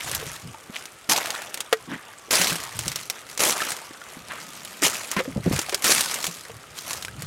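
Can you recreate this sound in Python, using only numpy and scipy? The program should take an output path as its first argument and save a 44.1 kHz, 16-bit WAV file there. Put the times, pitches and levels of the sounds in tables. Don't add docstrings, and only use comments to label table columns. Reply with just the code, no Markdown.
import sys
import numpy as np
from scipy import signal
from scipy.fft import rfft, irfft
from scipy.io import wavfile
from scipy.ndimage import uniform_filter1d

SR = 44100
rng = np.random.default_rng(int(sys.argv[2]) if len(sys.argv) > 2 else 0)


def unload_wav(signal):
    wavfile.write(
        sys.argv[1],
        SR,
        np.round(np.clip(np.atleast_2d(signal).T, -1, 1) * 32767).astype(np.int16),
    )


N = 320186
TIME = np.arange(N) / SR

# start in seconds, dry rustle level in dB, wet slush level in dB.
STEPS = [(-0.03, -34.5, -43), (1.095, -29.5, -28), (2.309, -24.5, -27.5), (3.397, -29, -29.5),
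         (4.828, -28, -35.5), (5.829, -19, -35.5)]
# start in seconds, length in seconds,
# dry rustle level in dB, wet slush level in dB.
SHIFTS = [(0.05, 0.11, -37, -40.5), (0.197, 0.16, -40, -47.5), (0.726, 0.079, -45, -45.5),
          (1.892, 0.044, -54, -40), (2.033, 0.07, -82, -49), (2.753, 0.26, -39.5, -60),
          (3.126, 0.07, -46.5, -47.5), (3.273, 0.061, -42.5, -65), (3.563, 0.14, -32, -40.5),
          (4.046, 0.11, -47, -48.5), (4.273, 0.083, -44.5, -42.5), (4.387, 0.47, -44, -50.5),
          (5.112, 0.014, -39, -40), (5.44, 0.025, -39, -42.5), (5.513, 0.07, -31, -39),
          (5.64, 0.3, -42.5, -48), (6.109, 0.027, -34, -34.5), (6.22, 0.034, -35.5, -54),
          (6.763, 0.016, -35, -56), (6.848, 0.11, -36.5, -43), (7.187, 0.046, -45, -47.5)]
FOOTFALL_S, SHIFT_ATTACK_S, SHIFT_RELEASE_S = 0.026, 0.035, 0.066
SETTLE_DB_PER_S, DRAIN_DB_PER_S = 44, 40
REST_RUSTLE_DB, REST_SLUSH_DB = -52, -50


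def stirring(rest_db, step_dbs, shift_dbs, db_per_s):
    power = np.full(N, undb(rest_db) ** 2)
    for (start_s, *_), db in zip(STEPS, step_dbs):
        age_s = np.maximum(TIME - start_s, 0)
        onset = np.minimum(age_s / FOOTFALL_S, 1)
        power += (onset * undb(db - db_per_s * age_s)) ** 2
    for (start_s, length_s, *_), db in zip(SHIFTS, shift_dbs):
        first = max(int((start_s - SHIFT_ATTACK_S) * SR), 0)
        span = slice(first, int((start_s + length_s + 10 * SHIFT_RELEASE_S) * SR))
        age_s = TIME[span] - start_s
        onset = np.clip(.5 + age_s / SHIFT_ATTACK_S, 0, 1)
        release = np.exp(-np.maximum(age_s - length_s, 0) / SHIFT_RELEASE_S)
        power[span] += (undb(db) * onset * release) ** 2
    return 10 * np.log10(power)


# start in seconds, length in seconds, level in dB.
CRUSHES = [(1.093, 0.043, -21), (1.162, 0.016, -27), (2.308, 0.05, -21), (2.365, 0.055, -28),
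           (2.42, 0.0067, -28), (2.427, 0.095, -30.5), (3.393, 0.13, -24.5), (4.818, 0.009, -27.5),
           (4.8315, 0.038, -18.5), (5.821, 0.028, -33), (5.857, 0.052, -31), (5.905, 0.028, -20.5),
           (5.935, 0.056, -35)]
# frequency in Hz, relative density in dB.
CRUNCH_COLOUR = [(59, -19), (100, -10.5), (174, -1.5), (335, -1), (415, -3), (872, -4), (1150, -0.5),
                 (1550, -2), (2080, 0.5), (3470, -0.5), (6840, 0.5), (12400, -5), (16000, -18.5)]


def crunch(rustle_db):
    level = undb(rustle_db)
    for start_s, length_s, db in CRUSHES:
        level = level + undb(db) * press(start_s, length_s, edge_s=0.0049)
    load = np.clip(level / undb(-19.5), 0, 1)
    breaks = fractures(70 + 800 * load, spread_db=3.5)
    sliding = .4 + .35 * (1 - load)
    avalanche = steady(smear(breaks, t60_s=.009), .04) + sliding
    chips = pings(1330, 9100, cycles=9.1, rise=0, spread_db=4, count=3000)
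    ticks = steady(np.diff(breaks, prepend=0), 0.08)
    grains = unit(avalanche * fractures(16000, spread_db=2.5))
    grains = grains + undb(-9.5) * ticks + undb(-6.5 - 22.0 * load) * chips
    grains = steady(scatter(grains, t60_s=0.25, wet_db=-7.0), 0.063)
    hollow = hollows(grains, q=9.3, patchy_db=3.0, rate_hz=45)
    return unit(colour(hollow, CRUNCH_COLOUR)) * level


def hollows(x, q, patchy_db, rate_hz, count=20):
    out = x
    for hz in np.geomspace(461, 11750, count):
        gain = undb(patchy_db * np.clip(walk(rate_hz), -2, 2))
        out = out + resonate(out, hz, q) * (gain - 1)
    return out


# frequency in Hz, relative density in dB.
SNAP_COLOUR = [(150, -8.5), (400, -6.5), (1500, -3), (4000, -1), (8000, -2.5), (12000, -10), (16000, -16.5)]
# start in seconds, peak level in dB, ring frequency in Hz.
SNAPS = [(0.1143, -12.5, 8200), (0.149, -10, 11200), (0.759, -31, 2300), (0.855, -21.5, 5700),
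         (1.095, -6.5, 3400), (1.118, -4.5, 1800), (1.1625, -9, 2940), (1.184, -15, 1200),
         (1.258, -15, 1450), (1.2707, -18, 5000), (1.304, -11, 4330), (1.3494, -18.5, 3500),
         (1.419, -25, 7940), (1.499, -30, 800), (1.5427, -15, 8700), (1.5738, -20, 2120),
         (1.6047, -11, 3420), (2.3086, -6, 2980), (2.4147, -3, 1880), (2.4229, -12, 7000),
         (2.4432, -7, 3730), (2.4712, -8.5, 2520), (2.5046, -13, 2850), (2.5274, -14, 8000),
         (2.556, -16.5, 2540), (2.6365, -21, 7000), (2.7905, -10, 7800), (2.857, -22, 1560),
         (2.8798, -7.5, 5560), (2.917, -15, 1990), (2.9586, -10, 5450), (3.099, -9, 5370),
         (3.376, -15.5, 5830), (3.4039, -3.5, 4600), (3.435, -7, 6200), (3.453, -11, 3000),
         (3.519, -15, 8000), (3.569, -20, 1780), (3.6955, -19, 9070), (3.7185, -12, 1730),
         (4.6488, -22.5, 9500), (4.8645, -18, 3890), (4.8984, -12.5, 8600), (4.939, -18, 7000),
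         (5.114, -13.5, 6760), (5.5638, -12.5, 2000), (5.591, -8.5, 5800), (5.6156, -14, 9050),
         (5.694, -14, 2500), (5.7449, -5.5, 4870), (5.843, -5, 8750), (5.981, -5.5, 2400),
         (6.008, -4, 9600), (6.038, -12, 5040), (6.142, -10.5, 7260), (6.227, -15, 4270),
         (6.2417, -11, 1220), (6.267, -10, 6400), (6.9078, -14.5, 1280), (6.9314, -14, 6700),
         (7.0247, -17.5, 4100), (7.0485, -17, 2550), (7.221, -18, 8000)]


def snaps():
    out = np.zeros(N)
    t, envelope = fade(0.039)
    shape = (np.exp(-t / 0.00061) + 0.33 * envelope) * (1 - np.exp(-t / 0.0002))
    for start_s, db, hz in SNAPS:
        splinters = rng.standard_normal(len(t)) * shape
        snap = colour(splinters, SNAP_COLOUR) + resonate(splinters, hz, q=3.6)
        add(out, start_s + .0003, snap, db)
    tail = smear(out, t60_s=0.047) * rng.standard_normal(N)
    return out + undb(-2.0) * colour(tail, SNAP_COLOUR)


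def cracks(rustle_db):
    clicks = scatter(fractures(83, spread_db=3), t60_s=0.042, wet_db=2)
    level = undb(np.minimum(rustle_db, -30) - 6.5)
    gate = np.clip((rustle_db + 49) / 11, 0, 1)
    return unit(colour(clicks, SNAP_COLOUR)) * level * gate


# frequency in Hz, relative density in dB.
SLUSH_COLOUR = [(100, -25), (200, 2.5), (400, 6), (750, 5.5), (1300, 9), (2200, 8), (3500, 4), (7000, -30)]


def slush(db):
    froth = steady(pings(600, 4080, cycles=14, rise=0.1, spread_db=3.5, count=5000), .025)
    crumbs = steady(scatter(fractures(700, spread_db=3.5), t60_s=.025, wet_db=-4), .025)
    seep = rng.standard_normal(N)
    grains = unit(hollows(crumbs + undb(-5) * froth, q=4.5, patchy_db=2.6, rate_hz=45))
    squeeze = np.clip((db + 51) / 10, .2, 1)
    mix = np.sqrt(squeeze) * grains + np.sqrt(1 - squeeze) * seep
    return unit(colour(mix, SLUSH_COLOUR)) * undb(db)


# start in seconds, reference level in dB, starting pitch in Hz,
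# share by which the pitch climbs (negative falls).
BUBBLES = [(0.226, -25, 462, -0.3), (0.545, -28, 886, 0), (0.761, -25, 2070, 0.9),
           (1.345, -22.5, 1386, 0.1), (2.087, -37, 870, 0.05), (2.135, -34.5, 1530, 0.97),
           (3.604, -16, 1750, .1), (3.619, -14, 1265, .35), (3.822, -30.5, 900, -0),
           (4.016, -28.5, 1400, 0.14), (5.166, -13, 1043, 0.03), (5.188, -20, 550, -0.35),
           (5.203, -17, 502, 0.24), (5.253, -24.5, 480, 0.2), (5.685, -24.5, 730, 0.35),
           (6.497, -27.5, 462, 0), (7.082, -23.5, 1510, 0.4)]


def gurgles():
    out = np.zeros(N)
    for start_s, db, hz, rise in BUBBLES:
        life = np.sqrt(800 / hz)
        t, envelope = fade(0.032 * life)
        splash = unit(resonate(rng.standard_normal(len(t)), hz, q=1.0)) * envelope
        add(out, start_s, bubble(hz, 0.064 * life, rise), db - 4.5)
        add(out, start_s, splash, db - 2)
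    return out


def bubble(hz, t60_s, rise):
    t, envelope = fade(t60_s)
    return np.sin(2 * np.pi * hz * (t + rise * t ** 2 / (2 * t[-1]))) * envelope


# start in seconds, peak level in dB, pitch ratio.
KNOCKS = [(1.091, -19, 0.71), (1.7268, -3.5, 0.98), (3.464, -18, 0.7), (4.826, -10, 0.64),
          (4.865, -14, 0.92), (5.164, -17.5, 0.56), (5.191, -14.5, 0.83), (5.589, -17, 0.73),
          (5.724, -15.5, 0.8), (5.733, -20, 1.1), (5.743, -17, 0.89), (5.894, -12.5, 0.88)]
# frequency in Hz at pitch ratio 1, relative level in dB, t60 in seconds.
PLATE = [(451, -2.5, 0.1), (539, 3.5, 0.032), (715, -1.5, 0.038), (1227, -8, 0.045), (1577, -14.5, 0.072),
         (1940, -2.5, 0.05), (2133, -13, 0.046), (2980, -1, 0.015), (3570, -9.5, 0.026)]


def knocks():
    out = np.zeros(N)
    for start_s, db, ratio in KNOCKS:
        ring = np.zeros(SR // 4)
        for hz, mode_db, t60_s in PLATE:
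            t, envelope = fade(t60_s)
            mode = envelope * np.sin(2 * np.pi * hz * ratio * t)
            ring[:len(t)] += undb(mode_db) * rng.choice([-1, 1]) * mode
        t = TIME[:len(ring)]
        grit = resonate(rng.standard_normal(len(t)), 1410, q=1) * np.exp(-t / 0.006)
        add(out, start_s, (ring + 3.85 * grit) * (1 - np.exp(-t / 0.00067)), db)
    return out


# start in seconds, length in seconds,
# level in dB (energy averaged over the length), resonance in Hz.
SCUFFS = [(0.03, 0.23, -46, 117), (0.094, 0.16, -47, 450), (0.43, 0.073, -38.5, 111),
          (0.754, 0.011, -28.5, 2520), (1.875, 0.085, -37, 215), (1.917, 0.017, -35.5, 1490),
          (2.275, 0.28, -45, 330), (2.754, 0.14, -38.5, 109), (3.393, 0.11, -30, 566),
          (4.17, 0.77, -54, 182), (4.303, 0.02, -33, 1610), (4.33, 0.071, -44.5, 2000),
          (5.166, 0.037, -27, 1830), (5.282, 0.027, -39.5, 270), (5.356, 0.029, -37, 418),
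          (5.456, 0.025, -22.5, 230), (5.522, 0.011, -33, 600), (6.502, 0.09, -46, 105),
          (7.147, 0.2, -43, 127)]


def scuffs():
    out = np.zeros(N)
    jerks = steady(scatter(fractures(1200, spread_db=-1), t60_s=0.0063, wet_db=-4.0), 0.028)
    for start_s, length_s, db, hz in SCUFFS:
        span = slice(max(int((start_s - .02) * SR), 0), int((start_s + 2 * length_s + .1) * SR))
        push = (jerks * press(start_s, length_s, edge_s=0.0076))[span]
        rub = resonate(resonate(push, hz, q=1.2), hz, q=1.2)
        out[span] += undb(db) * rub / np.sqrt(np.sum(rub ** 2) / (length_s * SR))
    return out


# start in seconds, peak level in dB, frequency in Hz,
# t60 in seconds.
THUMPS = [(0.265, -33, 140, 0.054), (.697, -28.5, 223, 0.03), (1.09, -23, 285, 0.019),
          (1.919, -26.5, 290, 0.058), (2.397, -21, 181, 0.13), (2.518, -24.5, 167, 0.15),
          (2.867, -22.5, 155, 0.038), (3.908, -32.5, 320, 0.018), (4.169, -31, 245, 0.017),
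          (5.168, -17.5, 195, 0.099), (5.277, -22.5, 270, 0.075), (5.362, -15.5, 190, 0.027),
          (5.376, -16.5, 158, 0.021), (5.4, -25, 129, 0.06), (5.463, -12, 160, 0.027),
          (5.475, -16, 190, 0.037), (5.512, -9.5, 250, 0.011), (5.532, -16.5, 164, 0.032),
          (6.281, -31, 170, 0.14)]


def thumps():
    out = np.zeros(N)
    muffle = signal.butter(5, [110, 620], "band", fs=SR, output="sos")
    for start_s, db, hz, t60_s in THUMPS:
        t, envelope = fade(t60_s)
        scuff = unit(signal.sosfilt(muffle, rng.standard_normal(len(t))))
        swing = np.sin(2 * np.pi * hz * t)
        add(out, start_s, (swing + 0.31 * scuff) * envelope * (1 - np.exp(-t / 0.0013)), db)
    return out


# peak time in seconds, level in dB before flutter,
# rise and fall time constants in seconds.
GUSTS = [(.2, -46, .6, 0.2), (2.85, -43.5, 0.22, 0.094), (5.48, -26.5, 0.079, 0.062), (7.2, -44, 0.25, 0.9)]
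# frequency in Hz, relative density in dB.
WIND_COLOUR = [(20, -22), (50, 3), (85, 5), (160, 7), (250, -14), (500, -28), (1200, -76)]
MARSH_COLOUR = [(30, -16), (120, -6), (400, 5), (800, 3), (1200, -18), (1800, -23), (3500, -15),
                (9000, -6.5), (16000, -28)]
BREEZE_DB = -62.5


def air():
    power = undb(BREEZE_DB) ** 2
    for peak_s, db, rise_s, fall_s in GUSTS:
        power = power + (undb(db) * swell(peak_s, rise_s, fall_s)) ** 2
    flutter = undb(4.0 * np.clip(walk(30), -2, 1))
    wind = unit(colour(rng.standard_normal(N), WIND_COLOUR)) * np.sqrt(power) * flutter
    hush = unit(colour(rng.standard_normal(N), MARSH_COLOUR)) * undb(-54.0 + 0.87 * walk(2.36))
    return wind + hush + whine()


WHINE_HZ, WHINE_WANDER_SHARE, WHINE_DB = 1223, 0.049, -57.5


def whine():
    phase = 2 * np.pi * np.cumsum(WHINE_HZ * (1 + WHINE_WANDER_SHARE * walk(8))) / SR
    broken = unit(np.sin(phase) * walk(90) + np.cos(phase) * walk(110))
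    tone = broken * undb(2 * np.clip(walk(9), -2, 1))
    band = unit(resonate(resonate(rng.standard_normal(N), 1290, q=4), 1290, q=4))
    return undb(WHINE_DB) * (tone + undb(-1.5) * band)


def fractures(rate_hz, spread_db):
    size = undb(spread_db * np.minimum(rng.exponential(size=N), 5))
    return (rng.random(N) < rate_hz / SR) * size * rng.choice([-1, 1], N)


def pings(low_hz, high_hz, cycles, rise, spread_db, count):
    out = np.zeros(N)
    for when, pitch, size, life in rng.random((count, 4)):
        hz = low_hz * (high_hz / low_hz) ** pitch
        ring = bubble(hz, cycles * (0.4 + life) / hz, rise)
        add(out, when * TIME[-1], ring, -spread_db * np.log(size + 0.0016))
    return unit(out)


def scatter(x, t60_s, wet_db):
    return x + undb(wet_db) * smear(x, t60_s) * rng.standard_normal(N)


def smear(x, t60_s):
    energy = fade(t60_s)[1] ** 2
    return np.sqrt(np.abs(signal.oaconvolve(x ** 2, energy / energy.sum())[:N]))


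def press(start_s, length_s, edge_s):
    out = np.zeros(N)
    span = slice(int((start_s - edge_s) * SR), int((start_s + length_s + 30 * edge_s) * SR))
    t = TIME[span] - start_s
    release = np.exp(-np.maximum(t - length_s, 0) / (edge_s + 0.028 * length_s))
    out[span] = np.clip(.5 + t / edge_s, 0, 1) * release
    return out


def swell(peak_s, rise_s, fall_s):
    return np.exp(-np.maximum((peak_s - TIME) / rise_s, (TIME - peak_s) / fall_s))


def walk(rate_hz):
    k = int(SR / rate_hz)
    held = np.repeat(rng.standard_normal(N // k + 1), k)
    return unit(uniform_filter1d(held, k)[:N])


def steady(x, span_s):
    size = int(span_s * SR)
    power = uniform_filter1d(uniform_filter1d(x ** 2, size), size)
    return x / np.sqrt(np.abs(power) + 1e-12)


def fade(t60_s):
    t = TIME[:int(max(t60_s, .004) * SR)]
    return t, np.exp(-np.log(1000) * t / t[-1])


def resonate(x, hz, q):
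    return signal.lfilter(*signal.iirpeak(min(hz, SR / 3), max(q, 1), fs=SR), x)


def colour(x, points, size=4096):
    hz, db = np.transpose(points)
    grid_hz = np.maximum(np.arange(size // 2 + 1) * SR / size, 1)
    gain = undb(np.interp(np.log(grid_hz), np.log(hz), db))
    cepstrum = irfft(np.log(gain))
    cepstrum[1:size // 2] *= 2
    cepstrum[size // 2 + 1:] = 0
    return signal.fftconvolve(x, irfft(np.exp(rfft(cepstrum))))[:len(x)]


def add(track, start_s, sound, db):
    i = max(int(start_s * SR), 0)
    track[i:i + len(sound)] += (undb(db) * sound / np.abs(sound).max())[:N - i]


def undb(db):
    return 10 ** (np.asarray(db) / 20)


def unit(x):
    return x / np.sqrt(np.mean(x ** 2))


def scene():
    _, step_dry, step_wet = np.transpose(STEPS)
    _, _, shift_dry, shift_wet = np.transpose(SHIFTS)
    rustle_db = stirring(REST_RUSTLE_DB, step_dry, shift_dry, SETTLE_DB_PER_S)
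    slush_db = stirring(REST_SLUSH_DB, step_wet, shift_wet, DRAIN_DB_PER_S)
    crust = crunch(rustle_db) + snaps() + cracks(rustle_db)
    water = slush(slush_db) + gurgles() + knocks()
    return (crust + water + scuffs() + thumps() + air())[None]


def record(dry):
    thinned = signal.sosfilt(signal.butter(1, 45, "high", fs=SR, output="sos"), dry)
    rounded = 0.9 * np.tanh(thinned / 0.87)
    return signal.sosfilt(signal.ellip(10, .2, 80, 15900, fs=SR, output="sos"), rounded)


dry = scene()
out = record(dry)
unload_wav(out)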